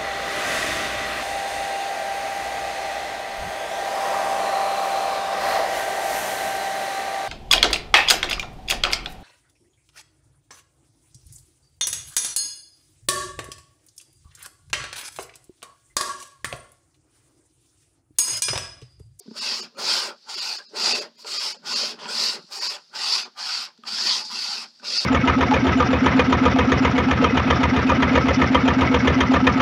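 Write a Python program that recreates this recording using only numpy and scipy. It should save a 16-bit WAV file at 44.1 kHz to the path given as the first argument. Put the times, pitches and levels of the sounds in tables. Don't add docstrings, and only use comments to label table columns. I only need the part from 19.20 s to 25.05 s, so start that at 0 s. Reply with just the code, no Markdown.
import sys
import numpy as np
from scipy import signal
from scipy.fft import rfft, irfft, next_fast_len
from scipy.io import wavfile
from scipy.ndimage import uniform_filter1d, map_coordinates

SR = 44100
rng = np.random.default_rng(int(sys.argv[2]) if len(sys.argv) > 2 else 0)


def wav_out(sig):
    wavfile.write(sys.argv[1], SR, np.round(np.clip(np.atleast_2d(sig).T, -1, 1) * 32767).astype(np.int16))


def gain_from_db(level_db):
    decades = np.asarray(level_db, float) / 20
    return 10 ** decades


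N = 257984

# (centre [Hz], width [Hz], level [dB])
WEAVE_MODES = [(773, 76, -4), (866, 72, -1.5), (1056, 160, -5.5), (1199, 30.3, 0), (1450, 270, -3)]
# (centre [Hz], width [Hz], level [dB])
THREAD_MODES = [(1783, 247, -7), (2533, 207, -1.5), (2697, 205, -0.5), (3340, 384, -1)]
# (splayed tips [dB], drag on weave [dB], load on drum [dB], shove of frame [dB])
HAND_GRIP = [(1, 0, 0, 6), (4, 5, 7, 5), (1, 1, -3, -8), (1, 3, 9, 7), (8, -4, 0, 8), (1, -1, 0, -6),
             (0, 1, 5, 8), (-8, 12, 15, 18), (1, 1, 2, 5), (6, 1, 0, -5), (1, 2, 0, -8), (-2, 1, -4, -4),
             (-3, 2, -10, -8), (-3, 0, -4, 5), (-2, -1, -8, 2), (-8, -4, -2, 1)]


def unit(x):
    return x / np.sqrt(np.mean(x ** 2) + 1e-20)


def along(points, hz):
    f, v = np.transpose(points)
    return np.interp(np.log(hz + 1), np.log(f + 1), v)


def wobble(rate_hz):
    knots = rng.standard_normal(int(N * rate_hz / SR) + 4)
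    return map_coordinates(knots, [np.arange(N) * rate_hz / SR])


def filtered(x, response):
    size = next_fast_len(N + SR // 2)
    return irfft(rfft(x, size) * response(np.fft.rfftfreq(size, 1 / SR)), size)[:N]


def modes(table):
    def response(f):
        total = 0
        for k, (centre, width, db) in enumerate(table):
            total = total + (-1) ** k * gain_from_db(db) * 1j * f * width / (centre ** 2 - f * f + 1j * f * width)
        return total
    return response


def banded_modes(table, centre_hz, width_hz):
    return lambda hz: modes(table)(hz) * modes([(centre_hz, width_hz, 0)])(hz)


def patchy(x, depth_db, bins, frames):
    z = signal.stft(x, nperseg=512)[2]
    field = uniform_filter1d(rng.standard_normal(z.shape), bins, 0)
    field = uniform_filter1d(field, frames, 1)
    return unit(signal.istft(z * gain_from_db(depth_db * unit(field)), nperseg=512)[1][:N])


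def catches(per_s, spread_db, share):
    when, sign, size = rng.random((3, N))
    ticks = (when < per_s / SR) * np.sign(sign - .5) * gain_from_db(-spread_db * np.log(1 - size))
    return np.sqrt(share) * unit(ticks) + np.sqrt(1 - share) * rng.standard_normal(N)


def motion(layer, grip_db=0, rest_db=-60):
    # (bristles grip [s], time to fastest [s], fastest to lift-off [s], peak sizzle [dB])
    strokes = [(.175, .09, .17, -27), (.595, .12, .175, -22), (1.1, .17, .11, -30), (1.565, .12, .15, -21),
               (1.987, .02, .02, -48), (2.075, .19, .065, -27), (2.467, .115, .14, -24),
               (2.8, .06, .015, -42), (2.893, .15, .12, -23), (3.325, .03, .05, -34),
               (3.405, .04, .11, -27), (3.757, .18, .105, -21), (4.19, .19, .08, -28),
               (4.678, .25, .09, -21), (5.115, .15, .17, -28), (5.65, .14, .1, -24)]
    # (level [dB], share of swell, lead [s], lag [s], attack [dB/s], release [dB/s])
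    follow = dict(sizzle=(0.1, 1.01, .001, .001, 900, 500), tips=(-16, .6, .003, -.005, 800, 600),
              threads=(-8, .85, .003, .008, 900, 500), weave=(-10, .6, .012, .02, 700, 450),
              drum=(-17, .45, .015, .03, 500, 500), sway=(-27, .3, .03, .04, 400, 400))
    # (time [s], sizzle level [dB])
    resting = [(0, -55), (.03, -66), (.15, -53), (.44, -60), (.53, -70), (.97, -62), (1.06, -54),
               (1.47, -53), (1.93, -72), (2.04, -53), (2.4, -64), (2.77, -62), (3.22, -53), (3.68, -58),
               (4.13, -64), (4.6, -72), (5.07, -37), (5.53, -57)]
    land_db, lift_db, least_swell_db = -34, -38, 3.5
    rise_bend, fall_bend = 1.6, 1.9

    layer_db, share, lead_s, lag_s, attack, release = follow[layer]
    start, rise, fall, peak = np.transpose(strokes)[..., None]
    t = np.arange(0, N / SR, .002)
    fastest = start + rise
    rise = rise + lead_s
    fall = np.maximum(fall + lag_s, .005)
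    land = np.minimum(land_db, peak - least_swell_db)
    lift = np.minimum(lift_db, peak - least_swell_db)
    before = np.maximum(fastest - t, 0)
    after = np.maximum(t - fastest, 0)
    dome = peak - (peak - land) * np.minimum(before / rise, 1) ** rise_bend
    dome = dome - (peak - lift) * np.minimum(after / fall, 1) ** fall_bend
    edges = attack * np.maximum(before - rise, 0) + release * np.maximum(after - fall, 0)
    level = land + share * (dome - land) - edges + layer_db + np.reshape(grip_db, (-1, 1))
    rest = np.interp(t, *np.transpose(resting)) + rest_db
    power = np.sum(gain_from_db(2 * level), axis=0) + gain_from_db(2 * rest)
    return np.interp(np.arange(N) / SR, t, np.sqrt(power))


def room():
    # (frequency [Hz], density [dB/Hz])
    hiss = [(40, -38), (100, -28), (150, 1), (230, -13), (330, -12), (540, -15), (1140, -16.5),
            (1690, -16.5), (2290, -19), (3500, -12), (4720, -7), (6000, -17.5), (8380, -35), (15600, -42)]
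    return gain_from_db(-63) * unit(filtered(rng.standard_normal(N), lambda hz: gain_from_db(along(hiss, hz))))


def walls(x):
    # (frequency [Hz], t60 [s])
    decay = [(200, 0.16), (2000, 0.15), (5000, 0.21), (12000, 0.079)]
    hz, t, z = signal.stft(rng.standard_normal(SR // 2), SR, nperseg=256)
    tail = signal.istft(z * gain_from_db(-60 * t / along(decay, hz)[:, None]), SR, nperseg=256)[1]
    delayed = np.pad(x, (300, 0))
    return signal.fftconvolve(delayed, tail / np.linalg.norm(tail))[:N]


def knocks():
    # (time [s], peak level [dB], pitch [Hz], t60 [s])
    landings = [(0.005, -46, 400, 0.057), (0.057, -43, 252, 0.087), (0.079, -26.5, 215, 0.053),
                (0.111, -25.5, 229, 0.042), (1.599, -40.5, 371, 0.13), (2.044, -38.5, 440, 0.077),
                (2.782, -46, 168, 0.091), (2.854, -31, 220, 0.038), (3.072, -40.5, 350, 0.055),
                (3.187, -41, 170, 0.05), (3.238, -41, 185, 0.046), (4.074, -46, 248, 0.062),
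                (4.586, -43, 227, 0.06), (4.85, -34, 350, 0.043), (5.128, -40, 209, 0.058)]
    out, t = np.zeros(N + SR), np.arange(SR // 5) / SR
    for s, db, hz, t60 in landings:
        ring = np.sin(2 * np.pi * hz * t) + 0.3 * np.sin(2 * np.pi * 1.82 * hz * t)
        soft_onset = 1 - np.exp(-t / 0.0035)
        out[round(s * SR):][:len(t)] += gain_from_db(db + 5.5 - 60 * t / t60) * ring * soft_onset
    return out[:N]


def taps():
    # (time [s], peak level [dB], top level [dB], ringing [Hz], t60 [s])
    ticks = [(0.06, -51, -8, 980, 0.036), (0.077, -49, -4, 1490, 0.033), (0.11, -48, 0, 894, 0.04),
             (1.99, -46, 2, 970, 0.058), (2.046, -32, -5, 950, 0.054), (2.473, -33.5, 13, 826, 0.073),
             (2.789, -35.5, -8, 950, 0.073), (2.831, -32.5, -21, 1000, 0.047),
             (2.856, -21.5, -25, 967, 0.053), (2.897, -26.5, -14, 995, 0.04), (3.761, -34, -9, 1490, 0.04),
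             (4.194, -30, -2, 1540, 0.079), (4.576, -52, 11, 1410, 0.03), (4.636, -29, -48, 1240, 0.04),
             (4.653, -31.5, -8, 960, 0.02), (4.684, -29, 3, 840, 0.032), (5.049, -38.5, 14, 866, 0.089),
             (5.121, -42, -7, 1500, 0.044), (5.598, -40.5, -6, 1510, 0.051),
             (5.649, -30.5, -8, 1450, 0.045)]
    body, ring, top = np.zeros((3, N + SR))
    t = np.arange(SR // 10) / SR
    for s, db, top_db, hz, t60 in ticks:
        burst = rng.standard_normal(len(t))
        span = slice(round(s * SR), round(s * SR) + len(t))
        body[span] += gain_from_db(db + 15 - 60 * t / 0.0036) * burst
        tone = np.sin(2 * np.pi * hz * t) * (1 - np.exp(-t / 0.0016))
        ring[span] += gain_from_db(db - 3 - 60 * t / t60) * tone
        top[span] += gain_from_db(db + top_db + 1.5 - 60 * t / t60) * burst * (1 - np.exp(-t / .0006))
    spit = filtered(top[:N], lambda hz: modes([(4800, 2600, 0)])(hz) ** 3)

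    def soft(hz):
        return modes(WEAVE_MODES + THREAD_MODES)(hz) / (1 + 1j * hz / 4500) ** 2
    return filtered(body[:N], soft) + ring[:N] + spit


def canvas():
    # (centre [Hz], width [Hz], level [dB])
    sway_modes = [(75, 48, -19), (157.5, 40, -10), (237.2, 29.6, -3)]
    # (centre [Hz], width [Hz], level [dB])
    drum_modes = [(362.5, 47, -2), (427, 50.4, -2), (588, 62, -2)]
    load_db, shove_db = np.transpose(HAND_GRIP)[2:]
    shoves = catches(per_s=70, spread_db=3.5, share=0.46) * gain_from_db(0.83 * wobble(25))
    sway = unit(filtered(shoves, banded_modes(sway_modes, 200, 220)))
    nudges = catches(per_s=150, spread_db=2.1, share=0.44) * gain_from_db(1.9 * wobble(30))
    drum = filtered(nudges, banded_modes(drum_modes, 460, 400))
    drum = patchy(drum, 2.9, bins=2, frames=8)
    return motion("sway", shove_db + 5.5) * sway + motion("drum", load_db) * drum


def brush():
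    # (frequency [Hz], density [dB/Hz])
    sizzle_spectrum = [(2180, -31.5), (3700, -9), (4640, 3), (5220, 0), (5960, -11), (8500, -32),
                       (11000, -40), (18700, -120)]
    # (frequency [Hz], density [dB/Hz])
    tip_spectrum = [(4120, -44), (7000, -0.5), (7770, -4), (9130, -8), (14800, -22), (15600, -20)]
    splay_db, drag_db = np.transpose(HAND_GRIP)[:2]
    flutter_db = .35 * wobble(45) + .85 * wobble(180)
    slips = catches(per_s=4000, spread_db=1.5, share=.3) * gain_from_db(flutter_db)
    tugs = catches(per_s=900, spread_db=1.5, share=.35) * gain_from_db(1.2 * flutter_db)

    sizzle = filtered(slips, lambda hz: gain_from_db(along(sizzle_spectrum, hz)))
    sizzle = patchy(sizzle, 1.8, bins=5, frames=7)
    tips = filtered(slips, lambda hz: gain_from_db(along(tip_spectrum, hz)))
    tips = patchy(tips, 3.0, bins=16, frames=10)
    scratch = filtered(slips + .6 * tugs, banded_modes(THREAD_MODES, 2500, 2200))
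    scratch = patchy(scratch, 3.0, bins=3, frames=10)
    rasp = filtered(.6 * slips + tugs, banded_modes(WEAVE_MODES, 1100, 1200))
    rasp = patchy(rasp, 3.4, bins=2, frames=10)

    airborne = motion("sizzle", rest_db=0) * sizzle + motion("tips", splay_db, rest_db=-23) * tips
    threads = motion("threads", .45 * drag_db, rest_db=-17) * scratch
    return airborne + threads + motion("weave", drag_db, rest_db=-22) * rasp


def scene():
    near = brush() + canvas() + knocks() + taps()
    return (near + gain_from_db(-17.5) * walls(near) + room())[None]


def thin_frames(x, count):
    thinned = [0, 9, 19, 26, 54, 56, 64, 68, 69, 81, 84, 92, 102, 109, 111, 119, 159, 163, 189, 271]
    # (frequency [Hz], favour [dB])
    favoured = [(400, 6), (800, -4), (2000, -3), (2600, 5), (3300, -4), (4800, 4), (5800, -5), (6400, 5)]
    frame_s, first_s = 1024 / 48000, .0112
    size = round(frame_s * SR)
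    n, line = np.arange(2 * size) + .5, np.arange(size) + .5
    hz = line * SR / (2 * size)
    rise = np.sin(np.pi * n / (2 * size)) ** 2
    window = np.sin(np.pi / 2 * (.35 * rise + .65 * n.clip(max=2 * size - n) / size))
    basis = np.sqrt(2 / size) * window * np.cos(np.pi / size * np.outer(line, n + size / 2))
    padded = np.pad(x, size)
    out = padded.copy()
    for k in thinned:
        start = round((first_s + k * frame_s) * SR)
        luck_db = np.repeat(rng.normal(0, 4, size // 10 + 1), 10)[:size]
        favour = gain_from_db(luck_db + along(favoured, hz))
        z = basis @ padded[start:start + 2 * size]
        worth = abs(z) / uniform_filter1d(abs(z), size=40) ** .7 * favour * (hz < 7200)
        kept = z * (worth >= np.sort(worth)[-count]) * gain_from_db(2.5)
        out[start:start + 2 * size] += (kept - z) @ basis
    return out[size:-size]


def band_limit(x):
    return signal.sosfilt(signal.butter(12, 15790, fs=SR, output="sos"), x)


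def record(dry):
    bass_cut = filtered(dry[0], lambda hz: (1j * hz / (140 + 1j * hz)) ** 3)
    mix = thin_frames(bass_cut, count=36)[None]
    return band_limit(mix)


dry = scene()
out = record(dry)
wav_out(out)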